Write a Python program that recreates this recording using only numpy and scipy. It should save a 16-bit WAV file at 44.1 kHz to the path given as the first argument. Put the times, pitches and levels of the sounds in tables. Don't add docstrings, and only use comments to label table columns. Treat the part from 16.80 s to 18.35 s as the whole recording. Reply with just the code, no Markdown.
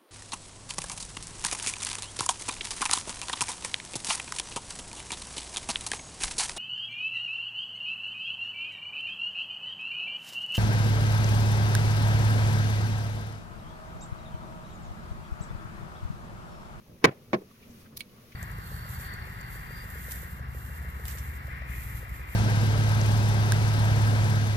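import sys
import numpy as np
from scipy import signal
from scipy.fft import rfft, irfft, next_fast_len
from scipy.io import wavfile
from scipy.ndimage import uniform_filter1d

SR = 44100
rng = np.random.default_rng(int(sys.argv[2]) if len(sys.argv) > 2 else 0)


def dump(signal):
    limited = np.clip(np.atleast_2d(signal).T, -1, 1)
    pcm = np.round(limited * 32767).astype(np.int16)
    wavfile.write(sys.argv[1], SR, pcm)


N = 68355
T = np.arange(N) / SR
TILT_FROM_HZ = 400

# t/s, level/dB, snap/dB, tilt/(dB per octave), length/s, release/s,
# echo/dB, echo length/s, echo release/s, tail/dB, bass cut/Hz
IMPACTS = [(0.2421, -11.5, -17.5, 0, 0.013, 0.002, -12.5, 0.038, 0.0062, -25, 35),
           (0.5317, -21.5, -8.5, -4.5, .017, 0.0045, -8.5, 0.0086, 0.021, -24, 162)]


def plops():
    # f/Hz, level/dB
    slap_spectrum = [(30, -19.5), (75, -16), (130, -3.5), (250, -4.5), (450, 1.5), (850, -5.5), (1080, 4.5),
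                     (1280, -8), (1550, -3), (2200, 0), (2900, -10.5), (4100, -12), (6500, -18.5),
                     (7700, -31), (10000, -25.5), (12500, -37.5), (15500, -33.5)]
    echo_spectrum = [(40, -17), (130, -1.5), (300, 0), (800, -6), (1300, -11.5), (2300, -15.5), (3200, -27),
                     (6000, -40), (8000, -59), (15500, -55)]
    tail_spectrum = [(50, -10), (150, 2), (450, 2), (800, -4.5), (2300, -18), (3500, -29), (8000, -45),
                     (15500, -41)]
    # f/Hz, left minus right/dB
    slap_balance = [(60, -0.5), (200, 4), (400, -6), (700, -5), (1050, -1.5), (1600, 1.5), (2400, -3.5),
                    (4400, 6.5), (7000, 5.5), (10000, -2), (12500, 4.5), (14500, 13.5)]
    slap_sag_s, echo_sag_s, room_t60_s = .043, .034, .29
    lead_db, lead_rise_s = -26.5, .008
    right_lag_s = .000086
    out = np.zeros((2, N))
    for (at, db, snap_db, tilt_db, length, release,
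         echo_db, echo_length, echo_release, tail_db, low_hz) in IMPACTS:
        env = hold(at, length, slap_sag_s, release)
        slap = burst(env)
        snap = undb(snap_db) * np.sqrt(np.sum(env ** 2))
        for channel, lag in enumerate((0, right_lag_s)):
            slap[channel, int((at + lag) * SR)] -= snap
        echo = undb(echo_db) * burst(hold(at + length, echo_length, echo_sag_s, echo_release))
        lead = undb(lead_db) * burst(swell(at, lead_rise_s, release))
        tail = undb(tail_db) * burst(swell(at + length, release, room_t60_s / np.log(1000)))
        out += undb(db) * (colour(slap, slap_spectrum, tilt_db, low_hz, slap_balance)
                           + colour(echo + lead, echo_spectrum, tilt_db, low_hz)
                           + colour(tail, tail_spectrum, tilt_db))
    return out


def air_pockets():
    # t/s, f/Hz, level/dB, rise/s, T60/s, left minus right/dB
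    pockets = [(0.2409, 173.6, -18, 0.0017, 0.073, 1.5), (0.2418, 330, -12, 0.0044, 0.019, -2),
               (.2425, 462.4, -12, 0.0017, 0.068, -4), (0.267, 130, -25, 0.014, 0.084, 0),
               (.534, 350.7, -18, 0.007, 0.074, 0), (0.532, 215, -24, 0.0032, 0.099, 1),
               (.538, 624.7, -28.5, 0.003, 0.071, -9), (0.553, 190, -30.5, 0.0039, 0.12, 1.5),
               (0.583, 400, -35.5, 0.0052, 0.033, -4)]
    return sum(undb(db) * pan(side_db) * ring(at, hz, t60, rise)
               for at, hz, db, rise, t60, side_db in pockets)


def pot_ring():
    # f/Hz, level re the slap before tilt/dB, T60/s, left minus right/dB
    modes = [(821, -13.5, 0.071, -0.5), (1040, -20, 0.13, 2), (1120.5, -12, 0.042, 4.5),
             (1525.5, -17, 0.1, 3), (1702, -15, 0.03, 7.5), (1938, -8.5, .03, 8), (2230, -9.5, .03, 3),
             (2288, -8.5, .03, 1.5)]
    out = np.zeros((2, N))
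    for at, db, _, tilt_db, *_ in IMPACTS:
        for hz, mode_db, t60, side_db in modes:
            gain = undb(db + mode_db + tilt_db * np.log2(hz / TILT_FROM_HZ))
            out += gain * pan(side_db) * ring(at, hz, t60, rise=.0045)
    return out


def surface_pops():
    # t/s, level/dB, f/Hz, ring/dB, ring T60/s, spatter decay/s, left minus right/dB
    bubbles = [(.712, -65, 1160, 10, .03, .003, -6.5), (1.2066, -34, 2260, -1, 0.04, 0.0053, -6.5),
               (1.234, -64, 2250, 2, .03, .005, -1), (1.296, -68, 2940, 5, 0.053, 0.0046, -5)]
    # f/Hz, level/dB
    click_spectrum = [(200, -27), (1200, -30), (1900, -6), (2900, 0.5), (4400, 4.5), (5500, -14),
                      (7500, -17), (10000, -9.5), (13000, -14), (15500, -22)]
    # f/Hz, left minus right/dB
    click_balance = [(1300, 9), (2400, -6), (4400, 4), (6500, 15), (9500, -12.5), (15000, 10)]
    snap_db = -6.5
    clicks, rings = np.zeros((2, N)), np.zeros((2, N))
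    for at, db, hz, ring_db, t60, decay, side_db in bubbles:
        env = swell(at, .0001, decay)
        click = burst(env)
        click[:, int(at * SR)] += undb(snap_db) * np.sqrt(np.sum(env ** 2))
        clicks += undb(db) * pan(side_db) * click
        rings += undb(db + ring_db) * pan(2 * side_db) * ring(at, hz, t60)
    return colour(clicks, click_spectrum, balance=click_balance) + rings


def steam_spits():
    # t/s, level/dB, rise/s, decay/s, left minus right/dB
    spurts = [(1.1729, -31.5, 0.0024, 0.002, -3), (1.1768, -35, 0.0016, 0.0017, 0),
              (1.201, -46, 0.013, 0.0065, 0), (1.218, -63, .004, 0.0037, 11)]
    # f/Hz, level/dB
    spectrum = [(200, -27), (750, -19), (1150, -2), (1600, -13), (2200, -3.5), (3000, -3), (4300, 6.5),
                (6200, 0.5), (7800, -6.5), (11500, 7), (13500, 4), (15500, -1.5)]
    jets = sum(undb(db) * pan(side_db) * burst(swell(at, rise, decay))
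               for at, db, rise, decay, side_db in spurts)
    return colour(jets, spectrum)


def froth_splutters():
    # t/s, level/dB, centre f/Hz, rise/s, decay/s
    puffs = [(.226, -51.5, 1120, 0.0063, .008), (0.315, -52.5, 2020, 0.0065, 0.011),
             (.325, -48, 650, 0.02, .01), (.376, -63, 2000, 0.0031, 0.0059),
             (0.618, -43.5, 400, .006, .011), (.83, -58, 2400, .015, .025), (.91, -62, 6000, 0.016, 0.014),
             (1.0, -67.5, 9000, .03, 0.04), (1.064, -55, 1470, 0.0092, 0.0056),
             (1.134, -59, 1117, 0.013, .008), (1.375, -59.5, 1200, .015, 0.037),
             (1.444, -58, 520, 0.016, .008), (1.521, -52, 2220, 0.0033, 0.013)]
    # f/centre f, level/dB
    band = [(.25, -19), (.6, -12), (1, 4.5), (1.4, -6), (3, -20.5), (8, -43)]
    out = np.zeros((2, N))
    for at, db, centre_hz, rise, decay in puffs:
        spectrum = [(centre_hz * ratio, band_db) for ratio, band_db in band]
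        out += undb(db) * colour(burst(swell(at, rise, decay)), spectrum)
    return out


def simmer():
    # f/Hz, level/dB
    rumble_spectrum = [(20, -3.5), (45, -8.5), (90, 0), (125, 1), (175, -4.5), (230, 3), (295, -11.5),
                       (360, -8), (530, -10.5), (720, -21), (1400, -29.5), (4000, -63)]
    hiss_spectrum = [(200, -11.5), (800, -6), (1150, 6), (1500, 0), (2400, 2), (3400, -1), (6200, -3.5),
                     (7600, -15), (9500, -11.5), (11200, -0.5), (13500, -8), (15500, -9.5)]
    # t/s, level/dB
    rumble_course = [(0, -55.5), (.45, -54), (.8, -54.5), (1.08, -53.5), (1.27, -54.5), (1.549, -56)]
    hiss_course = [(0, -64), (.2, -64.5), (.45, -63.5), (.72, -63), (.84, -61), (1.02, -58.5), (1.1, -64.5),
                   (1.3, -62.5), (1.549, -59.5)]
    # f/Hz, left minus right/dB
    hiss_balance = [(100, 1), (2400, -1.5), (4400, 2.5), (8000, 9.5), (10000, -5.5), (15000, 16.5)]
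    # f/Hz, side re mid/dB
    width = [(25, -3), (60, -14), (120, -20.5), (200, -18.5), (380, -7), (700, -3.5), (1290, 2.5),
             (2400, -1.5), (4400, 2.5), (8000, -9), (15000, -9.5)]
    rumble_wobble_db, hiss_wobble_db = 2.85, .4
    bubbles_per_s, faintest_db, low_hz, high_hz = 39, -65.5, 400, 2400
    rumble = colour(noise(width), rumble_spectrum)
    hiss = colour(noise(width), hiss_spectrum, balance=hiss_balance)
    rumble_db = np.interp(T, *np.array(rumble_course).T) + rumble_wobble_db * wander(25.13)
    hiss_db = np.interp(T, *np.array(hiss_course).T) + hiss_wobble_db * wander(30)
    out = rumble * undb(rumble_db) + hiss * undb(hiss_db)
    for when, pitch, strength, side in rng.random((int(bubbles_per_s * N / SR), 4)):
        hz = low_hz * (high_hz / low_hz) ** pitch
        db = faintest_db - 3 * np.log(1 - .95 * strength)
        out += undb(db) * pan(10 * (side - .5)) * ring(when * N / SR, hz, t60=.025)
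    return out


def undb(db):
    return 10 ** (np.asarray(db) / 20)


def pan(db):
    return undb(np.array([[db], [-db]]) / 2)


def colour(x, spectrum, tilt_db=0, low_hz=1, balance=((1, 0), (2, 0))):
    size = 2 * next_fast_len(N // 2 + 2048)
    hz = np.maximum(np.fft.rfftfreq(size, 1 / SR), 1)

    def curve_db(points):
        point_hz, db = np.array(points).T
        return np.interp(np.log(hz), np.log(point_hz), db)

    octaves = np.log2(np.maximum(hz, TILT_FROM_HZ) / TILT_FROM_HZ)
    gain = undb(curve_db(spectrum) + tilt_db * octaves) / np.hypot(1, low_hz / hz)
    gain /= np.sqrt(np.mean(gain ** 2))
    side_db = curve_db(balance)
    gain = gain * undb(np.array([side_db, -side_db]) / 2)
    cepstrum = irfft(np.log(gain))
    cepstrum[:, 1:size // 2] *= 2
    cepstrum[:, size // 2 + 1:] = 0
    return irfft(rfft(x, size) * np.exp(rfft(cepstrum)))[:, :N]


def noise(width):
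    mid, side = rfft(rng.standard_normal((2, N)))
    hz, db = np.array(width).T
    share = undb(np.interp(np.log(np.fft.rfftfreq(N, 1 / SR) + 1), np.log(hz), db))
    channels = np.array([mid + share * side, mid - share * side])
    return irfft(channels / np.sqrt(1 + share ** 2), N)


def burst(env, smooth_bins=900):
    # f/Hz, side re mid/dB
    width = [(25, -6), (70, -9.5), (150, -22), (300, -15.5), (550, -3), (1100, 4), (2200, -0.5), (4400, 2),
             (8500, -4), (13000, 0.5)]
    spectrum = rfft(noise(width) * env)
    power = uniform_filter1d(abs(spectrum) ** 2, smooth_bins)
    return irfft(spectrum * np.sqrt(np.sum(env ** 2) / (power + 1e-18)), N)


def hold(at, length, sag, release):
    age = np.maximum(T - at, 0)
    return (T >= at) * np.exp(-age / sag - np.maximum(age - length, 0) / release)


def swell(at, rise, decay):
    return np.exp(-np.maximum(at - T, 0) / rise - np.maximum(T - at, 0) / decay)


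def ring(at, hz, t60, rise=.0003):
    age = np.maximum(T - at, 0)
    attack = np.minimum(age / rise, 1)
    decay = np.exp(-np.log(1000) * np.maximum(age - rise, 0) / t60)
    return -np.sin(2 * np.pi * hz * age) * attack * decay


def wander(rate_hz):
    step = int(SR / rate_hz)
    stairs = np.repeat(rng.standard_normal(N // step + 1), step)
    return uniform_filter1d(stairs, step)[:N]


def scene():
    return (plops() + air_pockets() + pot_ring()
            + surface_pops() + steam_spits() + froth_splutters() + simmer())


def record(dry):
    return signal.sosfilt(signal.ellip(10, .2, 80, 16000, fs=SR, output="sos"), dry)


dry = scene()
out = record(dry)
dump(out)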